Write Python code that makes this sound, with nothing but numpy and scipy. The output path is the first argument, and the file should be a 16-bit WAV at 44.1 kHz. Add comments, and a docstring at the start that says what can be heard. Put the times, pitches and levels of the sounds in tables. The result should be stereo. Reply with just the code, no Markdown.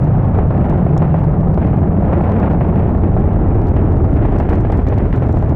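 """A rocket climbs far overhead, heard from open ground through a small camera's two microphone ports.
Big exhaust eddies rumble and boom; shock fronts bunch into a crackling roar, dulled by kilometres of air.
The hardest shocks pin the microphone for a moment, a loose part buzzes, and a limiter holds the peaks.
Far back in the mix sit a thin whine, tiny falling chirps and a faint hiss."""
import sys
import numpy as np
from scipy import signal
from scipy.fft import rfft, irfft
from scipy.io import wavfile
from scipy.ndimage import uniform_filter1d, minimum_filter1d

SR = 44100
rng = np.random.default_rng(int(sys.argv[2]) if len(sys.argv) > 2 else 0)


def unload_audio(sound):
    """Save the sound as a 16-bit wav file, at the path given as the first command line argument."""
    columns = np.transpose(np.atleast_2d(sound))
    # keep every value between -1 and 1, then stretch to whole-number steps
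    steps = np.round(np.clip(columns, -1, 1) * 32767)
    wavfile.write(sys.argv[1], SR, steps.astype(np.int16))


N = 244975
T = np.arange(N) / SR
SIDE = np.array([[1], [-1]])  # adds to the left, subtracts from the right

# Table levels are relative: each layer applies its own trim and EQ.
# fader ride of the whine: t/s, level/dB
WHINE_RIDE = [(0, -92.5), (1.5, -90.5), (2.3, -86), (3.0, -96), (3.55, -87), (4.0, -96.5)]
# the chirps start lower as time passes: t/s, starting f/Hz
CHIRP_PITCH = [(0.4, 13200), (4.199, 7200)]
# short buzzes of a loose part on the camera: t/s, level/dB
BUZZ_CUES = [(0.0408, -42.5), (0.698, -39), (0.978, -31), (4.3859, -38), (4.555, -43), (4.608, -47),
             (4.7209, -38), (4.773, -43), (4.886, -37), (4.941, -47), (5.1613, -42.5), (5.327, -42.5),
             (5.494, -45)]
# the part chatters on once the shocks turn sharp: t/s, level/dB
CHATTER_RIDE = [(0, -82), (4.25, -86), (4.5, -72), (5.0, -80), (5.17, -69.5), (5.55, -73)]
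# shocks that pin the microphone: t/s, hold/s, snap on sticking/dB, snap on release/dB
OVERLOAD_CUES = [(4.4938, 0.0044, -30, -25.5), (4.87, 0.0032, -38, -28.5), (4.9813, 0.0035, -37, -28),
                 (5.13, 0.0049, -39, -34)]
# steep fronts that snap in the treble: t/s, level/dB
SNAP_CUES = [(0.3439, -51), (0.385, -47), (0.7783, -48), (1.1672, -48), (1.2436, -45), (1.4077, -47),
             (1.5453, -43), (1.5775, -46), (1.6707, -44), (2.1314, -47), (2.2224, -46), (2.2962, -46),
             (2.32, -42.5), (2.4003, -40), (2.5015, -47), (2.5137, -46), (2.532, -44), (2.7606, -48),
             (3.197, -47), (3.3342, -48), (3.617, -44), (3.6714, -43), (3.686, -41.5), (3.763, -46),
             (3.924, -45.5), (3.9676, -47), (4.0465, -45.5), (4.1394, -41.5), (4.1659, -44),
             (4.2596, -44.5), (4.3229, -43), (4.3641, -44), (4.4008, -38), (4.5351, -40), (4.6999, -47),
             (4.7197, -45), (4.9779, -43), (5.371, -42), (5.4244, -43)]
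# single strong shocks: t/s, dull pop/dB, crisp edge/dB, lull ahead/dB (negative gives a swell)
CRACK_CUES = [(0.345, -16.5, -29, 4), (0.387, -5.5, -27, -1.5), (0.506, -11.5, -34.5, 9),
              (0.643, -17, -31.5, 2), (0.725, -16.5, -43, -0.5), (0.864, -8.5, -40.5, 2.5),
              (0.964, -9, -40, 2), (1.019, -8, -25, 4.5), (1.036, -12, -35, -3), (1.142, -6, -27.5, 2),
              (1.471, -12.5, -44.5, 1.5), (1.575, -6, -27, 4.0), (1.615, -14.5, -29, 3),
              (1.675, -18.5, -33.0, -4), (1.731, -17.5, -35, 1.5), (1.829, -12, -35.5, 0.5),
              (2.022, -11, -36.5, 1), (2.129, -5.5, -22.5, -1.5), (2.238, -20.5, -24.5, 0),
              (2.265, -12.5, -34, 1), (2.29, -8, -31, 3.5), (2.318, -12, -28, 2), (2.363, -14.5, -34, 4),
              (2.428, -9.5, -24, 3), (2.458, -19.5, -32, -2.5), (2.499, -16, -30.5, 4),
              (2.609, -8.5, -25, 6), (2.757, -13, -28.5, 0.5), (2.795, -15, -28.5, 0),
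              (3.035, -13.5, -31.5, 4.0), (3.165, -6.5, -35, 2.5), (3.764, -9.5, -23.5, 2.5),
              (4.043, -17, -47, 3), (4.165, -23.5, -28, 2), (4.223, -16, -28.5, -1.0), (4.251, -10, -30, 1),
              (4.323, -9.5, -33, 2), (4.361, -12.5, -31, -1), (4.4, -10.5, -24.5, 3.5),
              (4.426, -17, -31, -5), (4.451, -15.5, -35, 5), (4.488, -11.5, -24.5, 6),
              (4.527, -7.5, -23.5, -0.5), (4.648, -10.5, -26, 5), (4.699, -9, -34.5, 4),
              (4.724, -11, -23.5, 2), (4.79, -16.5, -29, 1.5), (4.866, -14.5, -27, 11),
              (4.924, -9, -26.5, 0.0), (4.977, -14.5, -29, 5.5), (5.127, -14, -20, 7),
              (5.221, -7.5, -26.5, 4), (5.292, -10.5, -39, -0.5), (5.34, -10, -37.5, 3.5),
              (5.37, -11.5, -36.5, 2.5), (5.425, -13, -33, 4.5), (5.521, -13.5, -41.5, 0.5)]
# the plume's big eddies, deeper as it climbs: t/s, rumble/dB, boom/dB, growl/dB
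EDDY_RIDE = [(0, -19.5, -13.5, -25), (0.4, -14.5, -16.5, -23), (0.92, -19, -13.5, -21.5),
             (1.2, -18, -13.5, -24.5), (1.7, -15.5, -16.5, -22.5), (2.3, -16.5, -16.5, -20.5),
             (2.6, -17.5, -16, -20.5), (3.0, -14, -19, -21), (3.8, -13.5, -22, -20), (4.6, -15, -21, -20),
             (5.55, -15.5, -19.5, -22.5)]
# the boom wanders and at times tightens to a hollow note: t/s, centre f/Hz, width/Hz
BOOM_BAND = [(0, 140.5, 69.89), (0.7, 160, 105), (0.9, 149.1, 35.99), (1.17, 153.9, 36.02),
             (1.32, 158.9, 39.83), (1.55, 172, 52.22), (2.25, 149.3, 99.65), (2.41, 200.4, 55),
             (2.62, 139.9, 44.98), (2.9, 170, 84.84), (3.3, 167.1, 73), (4.0, 140, 79.94),
             (5.55, 135, 74.7)]
# strength of the shock stream: t/s, roar/dB, edge against roar/dB
ROAR_RIDE = [(0, -27, -18), (0.6, -23.5, -18), (1.1, -26.5, -16.5), (1.5, -25.5, -21), (1.62, -27, -16.5),
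             (1.95, -25.5, -21), (2.15, -22, -18.5), (2.46, -21.5, -18), (2.66, -25, -18.5),
             (3.7, -26, -18), (4.07, -26, -18.5), (4.25, -26.5, -15), (4.53, -26.5, -15),
             (5.1, -26.5, -14.5), (5.55, -28, -17)]
# EQ curves: f/Hz, level/dB
HISS_EQ = [(500, -0.5), (4000, -0.5), (7500, 4), (9500, -3), (16000, -2)]  # nearly flat
BUZZ_EQ = [(1500, -33), (3500, 6), (5000, 1), (5900, 2.5), (6800, -2.5), (8000, -2), (9400, -14.5),
           (10800, -9), (12500, -18.5), (16000, -31.5)]  # tinny
SNAP_EQ = [(1000, -8), (3000, 6.5), (4300, 4), (5500, -0.5), (8000, -6), (12000, -12), (16000, -17)]  # bright
POP_EQ = [(60, -5.5), (250, 6.5), (700, 11), (1100, -3), (2000, -25.5), (3000, -40.5), (4500, -53),
          (9000, -83)]  # dull knock
RUMBLE_EQ = [(8, -34), (20, -5.5), (30, -5.5), (45, -1.5), (62, -4), (85, 2), (105, -3.5), (130, -6),
             (220, -38)]  # sub and bass
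GROWL_EQ = [(130, -28.5), (195, -0.5), (245, -1.5), (330, -1.5), (430, -4), (510, -18.5), (800, -43)]  # low mids
ROAR_EQ = [(100, -20.5), (300, -10), (450, 2), (500, 3), (580, 6), (780, 2.5), (1000, -5), (1400, -15),
           (2000, -46.5), (3200, -68.5)]  # mids
EDGE_EQ = [(600, -38.5), (1200, 0), (1700, 4.5), (2200, -1), (2700, -7), (3300, -15.5), (4200, -26),
           (6000, -39.5), (10000, -49.5)]  # upper-mid bite
# colour difference between the ports: f/Hz, left minus right/dB
PORT_BALANCE = [(30, 1.5), (60, 1.5), (91, 2.5), (140, 2.5), (210, 2), (320, -1.5), (490, -2), (740, 1),
                (1130, 0.5), (1710, 1), (2600, 0.5)]


def undb(db):
    """Decibels to gain."""
    return 10 ** (np.asarray(db) / 20)


def unit(x):
    """Scale to rms 1."""
    return x / np.sqrt(np.mean(x ** 2))


def steady(x, seconds):
    """Even out swells slower than the given time; rms 1."""
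    return x / np.sqrt(uniform_filter1d(x ** 2, int(seconds * SR)) + 1e-12)


def curves(table):
    """One automation lane per column, in straight ramps between the table's times."""
    times, *columns = np.transpose(table)
    return [np.interp(T, times, column) for column in columns]


def colour(x, eq, size=32768):
    """Minimum-phase EQ, falling steeply above its last point; a lone impulse keeps its peak height."""
    hz, db = np.transpose(eq)
    f = np.maximum(np.fft.rfftfreq(size, 1 / SR), 1)
    skirt_db = -24 * np.log2(np.maximum(f / hz[-1], 1))
    gain = undb(np.interp(np.log(f), np.log(hz), db) + skirt_db)
    cepstrum = irfft(np.log(gain))
    cepstrum[1:size // 2] *= 2  # fold forward so nothing rings ahead of a hit
    cepstrum[size // 2 + 1:] = 0
    ring = irfft(np.exp(rfft(cepstrum)))
    return irfft(rfft(x, N) * rfft(ring / np.abs(ring).max(), N), N)


def walk(rate):
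    """Smooth random modulation with `rate` new values a second; rms 1."""
    knots = rng.standard_normal(4096)
    return unit(uniform_filter1d(np.interp(T * rate, np.arange(len(knots)), knots), 64))


def noise_band(centre_hz, width_hz):
    """A noise band whose centre and width can drift: the narrower it is, the slower it sways."""
    widest = width_hz.max()
    lowpass = signal.butter(2, widest / 2, fs=SR, output="sos")
    noise = signal.sosfilt(lowpass, rng.standard_normal((2, N)))
    sway = [np.interp(np.cumsum(width_hz / widest), np.arange(N), row) for row in noise]
    phase = 2 * np.pi * np.cumsum(centre_hz) / SR
    return sway[0] * np.cos(phase) + sway[1] * np.sin(phase)


def impulses(times, db):
    """One impulse per cue."""
    out = np.zeros(N)
    np.add.at(out, np.clip((np.asarray(times) * SR).astype(int), 0, N - 1), undb(db))
    return out


def shocks(rate, spread_db):
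    """Upward pressure jumps of uneven size at random moments, about `rate` a second."""
    arrives = rng.random(N) < rate / SR
    train = arrives * undb(spread_db * np.minimum(rng.standard_normal(N), 2.3))
    return train - train.mean()


def scattered(x, trail_s, trail_share):
    """Each front trails its own brief scatter from nearby surfaces."""
    power = signal.lfilter([1], [1, -np.exp(-2 / (trail_s * SR))], x ** 2 + 1e-18)
    return x + trail_share * np.sqrt(power) * rng.standard_normal(N)


def billows(lull_share, lead_s, surge, surge_s, growth):
    """Duck, then surge: a strong front swallows the weak ones ahead and drags a bunch behind."""
    times, _, edge_db, lulls_db = np.transpose(CRACK_CUES)
    surges_db = surge * undb(growth * (edge_db - edge_db.mean()))  # crisp cracks surge harder
    db = np.zeros(N)
    for t, lull_db, surge_db in zip(times, lulls_db, surges_db):
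        near = np.abs(T - t) < .3
        age = T[near] - t
        before = -lull_share * lull_db * np.exp(-(age / lead_s) ** 2)
        after = surge_db * np.exp(-np.abs(age) / surge_s)
        db[near] += np.where(age < 0, before, after)
    return undb(uniform_filter1d(uniform_filter1d(db, size=80), size=80))


def hiss(level_db=-77, width=.3):
    """A faint bed of flickering hiss, slightly different at each port."""
    mid, side = (unit(colour(rng.standard_normal(N), HISS_EQ)) for _ in range(2))
    return undb(level_db + 2.5 * walk(rate=110)) * (mid + width * side * SIDE)


def whine(centre_hz=10150, width_hz=200, flutter_db=2):
    """A thin whine, like a tiny motor, flutters, swells and fades."""
    ride_db, = curves(WHINE_RIDE)
    gain = undb(ride_db + flutter_db * walk(rate=20))
    return gain * unit(noise_band(np.full(N, centre_hz), np.full(N, width_hz)))


def chirps(count=80, length_s=.016, fall_per_s=24, loudest_db=-70, range_db=6):
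    """Faint, high chirps slide down at random moments."""
    (first_s, last_s), start_hz = np.transpose(CHIRP_PITCH)
    age = T[T < length_s]
    envelope = np.sin(np.pi * np.sqrt(age / length_s)) ** 2
    out = np.zeros(N)
    for when, pitch, size in rng.random((count, 3)):
        detune = 1 + .25 * (pitch - .5)
        hz = np.interp(when, [0, 1], start_hz) * detune * np.exp(-fall_per_s * age)
        tone = np.sin(2 * np.pi * np.cumsum(hz) / SR)
        start = int((first_s + when * (last_s - first_s)) * SR)
        out[start:start + len(age)] += undb(loudest_db - range_db * (1 - size)) * envelope * tone
    return out


def buzzes(fade_s=0.0024, width=.35, cue_trim_db=-5, fitful_db=2.0):
    """A loose part on the camera chatters in fits of a few milliseconds, most after crisp cracks."""
    times, db = np.transpose(BUZZ_CUES)
    chatter_db, = curves(CHATTER_RIDE)
    shaken = billows(lull_share=1.15, lead_s=.03, surge=1.0, surge_s=0.078, growth=.7)
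    chatter = np.maximum(shocks(rate=450, spread_db=5.0), 0) * shaken
    chatter *= undb(chatter_db + fitful_db * walk(rate=27))
    knocks = impulses(times, db + cue_trim_db) + chatter
    envelope = signal.fftconvolve(knocks, np.exp(-T[:2048] / fade_s))[:N]
    mid, side = (unit(colour(rng.standard_normal(N), BUZZ_EQ)) for _ in range(2))
    return envelope * (mid + width * side * SIDE)


def pinned(x, sag=.6, relax_hz=14):
    """The diaphragm sticks at its stop, so all detail vanishes until it comes free."""
    out = x.copy()
    for t, hold_s, *_ in OVERLOAD_CUES:
        stick, free = int(t * SR), int((t + hold_s) * SR)
        # the coupling capacitor makes the held signal sag and recover
        droop = sag * np.sin(np.linspace(0, np.pi, free - stick))
        out[stick:free] = np.linspace(x[stick], x[free], free - stick) - droop
    return signal.sosfilt(signal.butter(1, relax_hz, "high", fs=SR, output="sos"), out)


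def snaps(width=.22, cue_trim_db=7.5, faint_db=-49, faint_growth=.45, hit_lead_s=0.0012):
    """Steep fronts keep a little treble: singly, around each overload, and faintly through the roar."""
    snap_s, snap_db = np.transpose(SNAP_CUES)
    stick_s, hold_s, stick_db, free_db = np.transpose(OVERLOAD_CUES)
    roar_db, sharp_db = curves(ROAR_RIDE)
    edge_db = roar_db + sharp_db
    train = shocks(rate=57, spread_db=3.3) * undb(faint_db + faint_growth * (edge_db - edge_db.mean()))
    train += impulses(snap_s, snap_db + cue_trim_db)
    # the diaphragm hits its stop just before it is held, and snaps again on release
    train += impulses(stick_s - hit_lead_s, stick_db) + impulses(stick_s + hold_s, free_db)
    mid = scattered(train, trail_s=0.00059, trail_share=0.058)
    # short waves bounce about the camera body differently on their way to each port
    side = scattered(train, trail_s=.001, trail_share=.15) - train
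    return colour(mid, SNAP_EQ) + width * colour(side, SNAP_EQ) * SIDE


def cracks(rise_s=0.0009, max_gap_s=.0052, step_db=-4, pop_trim_db=0.5, edge_trim_db=-2):
    """The strongest fronts land as dull pops with a crisp edge; two weaker followers add the rasp."""
    starts, pop_db, edge_db, _ = np.transpose(CRACK_CUES)
    gaps = max_gap_s * rng.uniform(0.45, 1, (len(starts), 3))
    times = (starts[:, None] + rise_s + np.cumsum(gaps, axis=1) - gaps[:, :1]).ravel()
    bunch = lambda db: impulses(times, (db[:, None] + step_db * np.arange(3)).ravel())
    pops = scattered(bunch(pop_db + pop_trim_db), trail_s=0.0012, trail_share=0.028)
    edges = scattered(bunch(edge_db + edge_trim_db), trail_s=0.007, trail_share=0.085)
    return colour(pops, POP_EQ) + colour(edges, EDGE_EQ)


def eddies(rumble_trim_db=2, boom_trim_db=1):
    """The low end: big exhaust eddies make a deep rumble under a wandering boom."""
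    rumble_db, boom_db, _ = curves(EDDY_RIDE)
    rumble = steady(colour(rng.standard_normal(N), RUMBLE_EQ), seconds=0.086)
    boom = steady(noise_band(*curves(BOOM_BAND)), seconds=0.082)
    return rumble * undb(rumble_db + rumble_trim_db) + boom * undb(boom_db + boom_trim_db)


def shock_roar(growl_trim_db=1.6, roar_trim_db=0.16, edge_trim_db=-1.6, swell_db=-0.14):
    """The rocket's voice: one stream of shock fronts feeds a growl, a roar and a crisp edge."""
    *_, growl_db = curves(EDDY_RIDE)
    roar_db, sharp_db = curves(ROAR_RIDE)
    # fronts merge on the way down, so they arrive in bunches
    fronts = shocks(rate=2600, spread_db=1.0) * undb(1.2 * walk(rate=100))
    growl = steady(colour(fronts, GROWL_EQ), seconds=0.18) * undb(growl_db + growl_trim_db)
    roar = steady(colour(fronts, ROAR_EQ), seconds=0.044) * undb(roar_db + roar_trim_db)
    # turbulent air rounds off some bunches more than others, and lets the whole stream swell
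    rounded = fronts * undb(1.3 * walk(rate=200))
    edge = steady(colour(rounded, EDGE_EQ), seconds=0.06) * undb(roar_db + sharp_db + edge_trim_db)
    swell = undb(swell_db * walk(rate=8.7))
    body = (growl + roar) * billows(lull_share=0.9, lead_s=0.038, surge=0.34, surge_s=0.084, growth=0.24)
    crisp = edge * billows(lull_share=0.66, lead_s=0.08, surge=2.07, surge_s=0.045, growth=0.99)
    return (body + crisp) * swell


def scene():
    """The far rocket reaches both ports together, tinted a little for each; small layers go on top."""
    rocket = rfft(pinned(eddies() + shock_roar() + cracks()))
    hz, balance_db = np.transpose(PORT_BALANCE)
    f = np.fft.rfftfreq(N, 1 / SR)
    lean = undb(np.interp(np.log(f + 1), np.log(hz), balance_db) / 2)
    ports = np.array([irfft(rocket * lean, N), irfft(rocket / lean, N)])
    return ports + snaps() + buzzes() + whine() + chirps() + hiss()


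def record(dry, hold_s=0.006, drive_db=-0.2, ceiling=.66, top_hz=15800):
    """A look-ahead limiter rides the loudest swings; a steep low-pass cuts the top."""
    driven = dry * undb(drive_db)
    span = int(hold_s * SR)
    needed = np.minimum(1, ceiling / (np.abs(driven.mean(axis=0)) + 1e-9))
    held = minimum_filter1d(needed, span)
    gain = uniform_filter1d(uniform_filter1d(held, span // 2), span // 2)
    return signal.sosfilt(signal.ellip(8, .2, 70, top_hz, fs=SR, output="sos"), driven * gain)


dry = scene()
out = record(dry)
unload_audio(out)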